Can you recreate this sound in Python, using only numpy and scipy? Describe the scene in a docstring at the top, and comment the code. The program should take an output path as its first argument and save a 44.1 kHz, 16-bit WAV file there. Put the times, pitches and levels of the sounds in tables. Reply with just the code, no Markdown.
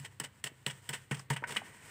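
"""A small quiet room with a faint mains hum, the microphone close to a sheet of paper.
A finger taps the sheet about four times a second to shake loose glitter off it. Each tap snaps
against the paper and thumps its low modes; the glitter hops, patters down again and slides away.
Towards the end the bent sheet rustles and buckles with a few pops."""
import sys
import numpy as np
from scipy import signal
from scipy.fft import rfft, irfft, next_fast_len
from scipy.io import wavfile

SR = 44100
rng = np.random.default_rng(int(sys.argv[2]) if len(sys.argv) > 2 else 0)


def digitize_waveform(pressure):
    """Quantize a signal to 16-bit integers and store it at the path in sys.argv[1].

    Rows of a 2-D input are taken as channels; values are limited to [-1, 1].
    """
    field = np.atleast_2d(pressure).T
    bounded = np.clip(field, -1, 1)
    quanta = np.round(bounded * 32767).astype(np.int16)
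    wavfile.write(sys.argv[1], SR, quanta)


N = 83790

# Finger taps. Each row: start in seconds, bright snap in dB, flutter in dB, crack in dB,
# crack centre in Hz, dull knock in dB, low thump in dB.
TAPS = [(-0.004, -47.5, -56.5, -60, 3000, -74, -42), (0.1987, -34, -45.5, -41, 1380, -41, -44.5),
        (0.4393, -35, -39.5, -34.5, 2900, -48.5, -47.5), (0.6626, -36, -41, -24.5, 3170, -38.5, -38.5),
        (0.8902, -35, -41.5, -55, 1660, -41.5, -41), (1.1100, -59, -45.5, -40, 2920, -33, -31.5),
        (1.3005, -39.5, -39.5, -39, 1840, -32.5, -28.5)]
POP_RISE_S = 0.00037


def undb(db):
    """Decibels to gain."""
    return 10 ** (np.asarray(db) / 20)


def clock():
    """Time of every sample in seconds."""
    return np.arange(N) / SR


def noise():
    """White noise of unit power."""
    return rng.standard_normal(N)


def curve(points):
    """Gain that follows points of seconds and dB."""
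    return undb(np.interp(clock(), *np.array(points).T))


def burst(start, rise, hold, fall):
    """Envelope with a smooth attack, a hold and an exponential release, all in seconds."""
    age = clock() - start
    attack = np.sin(np.pi / 2 * np.clip(age / rise, 0, 1)) ** 2
    return attack * np.exp(-np.maximum(age - rise - hold, 0) / fall)


def shape(x, response):
    """Causal filter of unit mean power, from a function that gives the gain at each frequency."""
    size = next_fast_len(2 * N)
    gain = response(np.maximum(np.fft.rfftfreq(size, 1 / SR), 1))
    cepstrum = irfft(np.log(gain / np.sqrt(np.mean(gain ** 2))), size)
    cepstrum[1:size // 2] *= 2  # fold to minimum phase
    cepstrum[size // 2 + 1:] = 0
    return irfft(rfft(x, size) * np.exp(rfft(cepstrum)), size)[:N]


def colour(x, points):
    """Gives x a spectrum drawn through points of Hz and relative dB."""
    hz, db = np.array(points).T
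    return shape(x, lambda f: undb(np.interp(np.log(f), np.log(hz), db)))


def resonate(envelope, hz, width_hz, skirt_hz, hiss_db=-57):
    """A crackle rings one broad resonance over a faint hiss; its energy is that of the envelope."""
    band = lambda f: (1 + ((f - hz ** 2 / f) / width_hz) ** 2) ** -.65
    soft_top = lambda f: (1 + (f / (hz + width_hz / 2 + skirt_hz)) ** 10) ** -.5
    crackle = shape(envelope * noise(), lambda f: band(f) * soft_top(f) + undb(hiss_db))
    return crackle * np.sqrt(np.sum(envelope ** 2) / np.sum(crackle ** 2))


def grains(per_s=9000, spread_db=2.8):
    """Dense tiny impacts of uneven size, at unit power."""
    hits = (rng.random(N) < per_s / SR) * np.sign(noise())
    impacts = hits * undb(spread_db * np.minimum(rng.exponential(size=N), 4))
    return impacts / impacts.std()


def room_tone(air_db=-63.5, hum_db=-66.5, hum_hz=100):
    """The quiet room: low, steady noise and a faint mains hum."""
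    # Room noise. Each row: frequency in Hz, relative level in dB.
    air_spectrum = [(25, -17.5), (60, 1), (125, 7), (250, -7.5), (600, -17), (2000, -18), (4500, -25.5),
                    (8000, -74), (11000, -38), (15400, -27), (16200, -83)]
    hum = undb(hum_db) * np.sqrt(2) * np.sin(2 * np.pi * hum_hz * clock())
    return undb(air_db) * colour(noise(), air_spectrum) + hum


def room(x, wet_db=-22.5, t60_s=0.24, gap_s=0.01):
    """Adds short diffuse reflections from table and walls, well below the close sound."""
    # Tone of the reflections. Each row: frequency in Hz, relative level in dB.
    tail_spectrum = [(100, 8.5), (500, 10.5), (2500, 5), (8000, -11.5), (16000, -8.5)]
    decay = burst(gap_s, rise=0.00079, hold=0, fall=t60_s / np.log(1000))
    tail = colour(noise() * decay, tail_spectrum)
    return x + undb(wet_db) * signal.fftconvolve(x, tail / np.sqrt(np.sum(tail ** 2)))[:N]


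def sheet(x):
    """The paper rings with all that touches it; bending stiffens it and favours a higher treble peak."""
    # Resonances of the sheet. Each row: centre in Hz, width in Hz, lift in dB.
    resonances = [(448, 60, 6), (950, 100, 8), (1505, 80, 5), (1835, 90, 6), (1985, 80, 5),
                  (2980, 300, 4.5), (4380, 160, 4), (5210, 260, 3.5), (11600, 300, 3)]
    flat_peak, bent_peak = (7950, 450, 3), (8650, 600, 4)  # same columns
    # How far the sheet is bent. Each row: time in seconds, bend from 0 (flat) to 1.
    bend_points = [(.7, 0), (1.1, 0.9), (1.6, 0.8)]

    def ring(peak):
        lift_db = lambda f: sum(db / (1 + (2 * (f - hz) / width_hz) ** 2)
                                for hz, width_hz, db in resonances + [peak])
        return shape(x, lambda f: undb(lift_db(f)))

    bend = np.interp(clock(), *np.array(bend_points).T)
    return (1 - bend) * ring(flat_peak) + bend * ring(bent_peak)


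def edge_ticks():
    """The edge of the paper flicks against the fingers with small dry ticks."""
    # Flicks of the edge. Each row: start in seconds, level in dB.
    flicks = [(1.1696, -46.5), (1.1942, -40.5), (1.4397, -52.5), (1.492, -42)]
    # Tone of a tick. Each row: frequency in Hz, relative level in dB.
    tick_spectrum = [(300, -11), (1200, 10), (2600, 4), (4200, -8), (5400, 4.5), (6800, -4), (8500, 3.5),
                     (11000, -23)]
    envelope = sum(undb(db) * burst(at, POP_RISE_S, hold=0, fall=0.0046) for at, db in flicks)
    return colour(envelope * noise(), tick_spectrum)


def buckling():
    """The sheet rustles as it flexes and pops as it springs back or buckles, each pop at its own pitch."""
    # Pops. Each row: start in seconds, level in dB, centre in Hz, width in Hz, decay in seconds.
    pop_events = [(0.47, -39.5, 2930, 350, 0.0028), (0.515, -51, 282, 111, 0.0042),
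                  (0.699, -40.5, 2960, 450, 0.0078), (1.304, -35.5, 890, 219, 0.0087),
                  (1.3617, -38, 1920, 1340, 0.011), (1.367, -42.5, 3120, 450, 0.0052),
                  (1.4231, -39.5, 660, 455, 0.0055), (1.4385, -30.5, 1800, 810, 0.0063),
                  (1.439, -41.5, 586, 495, 0.0037), (1.496, -48, 555, 727, 0.022),
                  (1.503, -44, 139, 25, 0.012), (1.5618, -32, 1140, 1000, 0.0048),
                  (1.5659, -25.5, 3100, 548, 0.0031), (1.565, -41, 211, 70, 0.0067),
                  (1.57, -31, 2150, 1300, 0.0088), (1.617, -41.5, 830, 260, 0.0055)]
    # Swell of the dull rustle. Each row: time in seconds, level in dB.
    rustle_levels = [(0, -80), (1.25, -75), (1.38, -62.5), (1.52, -51), (1.62, -57.5), (1.74, -60.5),
                     (1.82, -62.5), (1.9, -60)]
    # Tone of the rustle. Each row: frequency in Hz, relative level in dB.
    rustle_spectrum = [(80, -10), (170, 5), (320, -2.5), (900, -10), (2200, -0.5), (4000, -29.5),
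                       (9000, -112)]
    pops = sum(resonate(undb(db) * burst(at, POP_RISE_S, 0, fall), hz, width_hz, skirt_hz=452)
               for at, db, hz, width_hz, fall in pop_events)
    return pops + colour(curve(rustle_levels) * grains(), rustle_spectrum)


def glitter(trickle_per_s=32, trickle_db=2.2):
    """Grains thrown up by the taps land in showers, then trickle unevenly down the slope."""
    # Showers landing. Each row: peak time in seconds, level in dB, rise and fall in seconds.
    showers = [(0.052, -45.5, 0.0093, 0.0094), (0.063, -53, 0.021, 0.003), (0.245, -39.5, 0.015, .011),
               (0.462, -44, 0.0072, 0.013), (0.475, -43.5, 0.014, 0.0038), (0.679, -43, 0.0047, 0.013),
               (0.702, -47.5, 0.0052, 0.0044), (0.712, -45.5, 0.0088, 0.0077), (0.939, -37, 0.015, 0.017),
               (1.148, -41.5, 0.0059, 0.0062), (1.338, -42.5, 0.018, 0.009), (1.366, -42, 0.0041, 0.0094),
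               (1.511, -42.5, 0.011, 0.012), (1.525, -42, 0.0059, 0.0059), (1.553, -47, 0.012, .005),
               (1.57, -36, 0.011, 0.0078)]
    # Glitter sliding over the paper. Each row: time in seconds, level in dB.
    slide_levels = [(0, -60), (0.11, -66.5), (0.18, -73.5), (0.36, -70.5), (0.4, -66), (0.425, -77),
                    (0.54, -69.5), (0.58, -66.5), (0.64, -69.5), (0.75, -61), (0.83, -63), (0.88, -61.5),
                    (1.02, -60.5), (1.09, -69), (1.2, -57), (1.28, -74.5), (1.467, -71), (1.475, -48),
                    (1.6, -58), (1.67, -56.5), (1.72, -61.5), (1.79, -61), (1.86, -54.5), (1.9, -53.5)]
    # Tone of the landing and of the sliding. Each row: frequency in Hz, relative level in dB.
    landing_spectrum = [(80, -22), (220, -6), (450, -3.5), (950, -3.5), (1300, -3.5), (1900, 4.5),
                        (2500, 1), (3050, 4), (4200, -8), (5500, -7.5), (6600, -8.5), (8200, 1.5),
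                        (10200, -13.5), (13000, -22.5), (15400, -12.5), (16200, -43)]
    slide_spectrum = [(80, -3), (300, -1.5), (900, -1), (2000, 1), (3100, -2.5), (4300, -9.5), (6500, -6.5),
                      (8300, 0.5), (10200, -12), (13000, -19), (15400, -8.5), (16200, -64)]
    landing = sum(undb(db) * burst(at - rise, rise, 0, fall) for at, db, rise, fall in showers)
    trickle = undb(trickle_db * np.interp(clock() * trickle_per_s, np.arange(N), noise()))
    patter = colour(landing * grains(), landing_spectrum)
    slide = colour(curve(slide_levels) * trickle * grains(), slide_spectrum)
    return patter + slide


def thumps():
    """Each tap sets the whole sheet swinging in its low modes."""
    # Low modes of sheet and room. Each row: frequency in Hz, relative level in dB, decay in seconds.
    modes = [(141.2, -3.5, 0.0094), (132.24, -10, 0.054), (144.3, -19.5, 0.05), (186, -22, 0.054),
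             (243.4, -22.5, 0.004)]
    swing = 0
    for at, *_, thump_db in TAPS:
        for hz, db, fall in modes:
            envelope = undb(thump_db + db) * burst(at, rise=0.01, hold=0.028, fall=fall)
            swing += envelope * np.sin(2 * np.pi * hz * (clock() - at))
    return swing


def finger_taps(snap_rise_s=0.0012, snap_hold_s=0.0034):
    """The finger snaps against the paper, which cracks, knocks and flutters briefly."""
    # Tone of the bright snap and of the dull knock. Each row: frequency in Hz, relative level in dB.
    snap_spectrum = [(100, -9.5), (200, -9), (450, -3), (700, -16), (1000, -13), (1300, -13.5), (1850, 1.5),
                     (2500, -5.5), (3200, -0.5), (4000, -10.5), (5200, -5.5), (6500, -11), (7800, 2),
                     (10000, -9.5), (13000, -19), (15400, -9.5), (16200, -32)]
    knock_spectrum = [(80, -24.5), (180, 8), (300, -3), (450, -1), (650, -3.5), (880, -0.5), (1200, -2),
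                      (1900, 0.5), (3000, -6.5), (4200, -23), (9000, -12), (16000, -86)]
    snaps = cracks = knocks = 0
    for at, snap_db, flutter_db, crack_db, crack_hz, knock_db, _ in TAPS:
        contact = undb(snap_db) * burst(at, snap_rise_s, snap_hold_s, fall=0.00067)
        flutter = undb(flutter_db) * burst(at, snap_rise_s, snap_hold_s, fall=0.014)
        snaps += np.hypot(contact, flutter)  # the two add in power
        crack_envelope = undb(crack_db) * burst(at, rise=0.0024, hold=0, fall=0.00077)
        cracks += resonate(crack_envelope, crack_hz, width_hz=430, skirt_hz=950)
        knocks += undb(knock_db) * burst(at, rise=0.0045, hold=0, fall=0.014)
    return colour(snaps * noise(), snap_spectrum) + cracks + colour(knocks * noise(), knock_spectrum)


def scene():
    """Paper and glitter close to one microphone, the room faint behind them."""
    paper = sheet(finger_taps() + glitter() + edge_ticks() + buckling())
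    return (room(paper) + thumps() + room_tone())[None]


def record(dry, low_cut_hz=63, top_hz=16700):
    """The microphone chain thins the deep bass and cuts the top steeply."""
    low_cut = signal.butter(2, low_cut_hz, "high", fs=SR, output="sos")
    top_cut = signal.ellip(10, .2, 70, top_hz, fs=SR, output="sos")
    return signal.sosfilt(top_cut, signal.sosfilt(low_cut, dry))


dry = scene()
out = record(dry)
digitize_waveform(out)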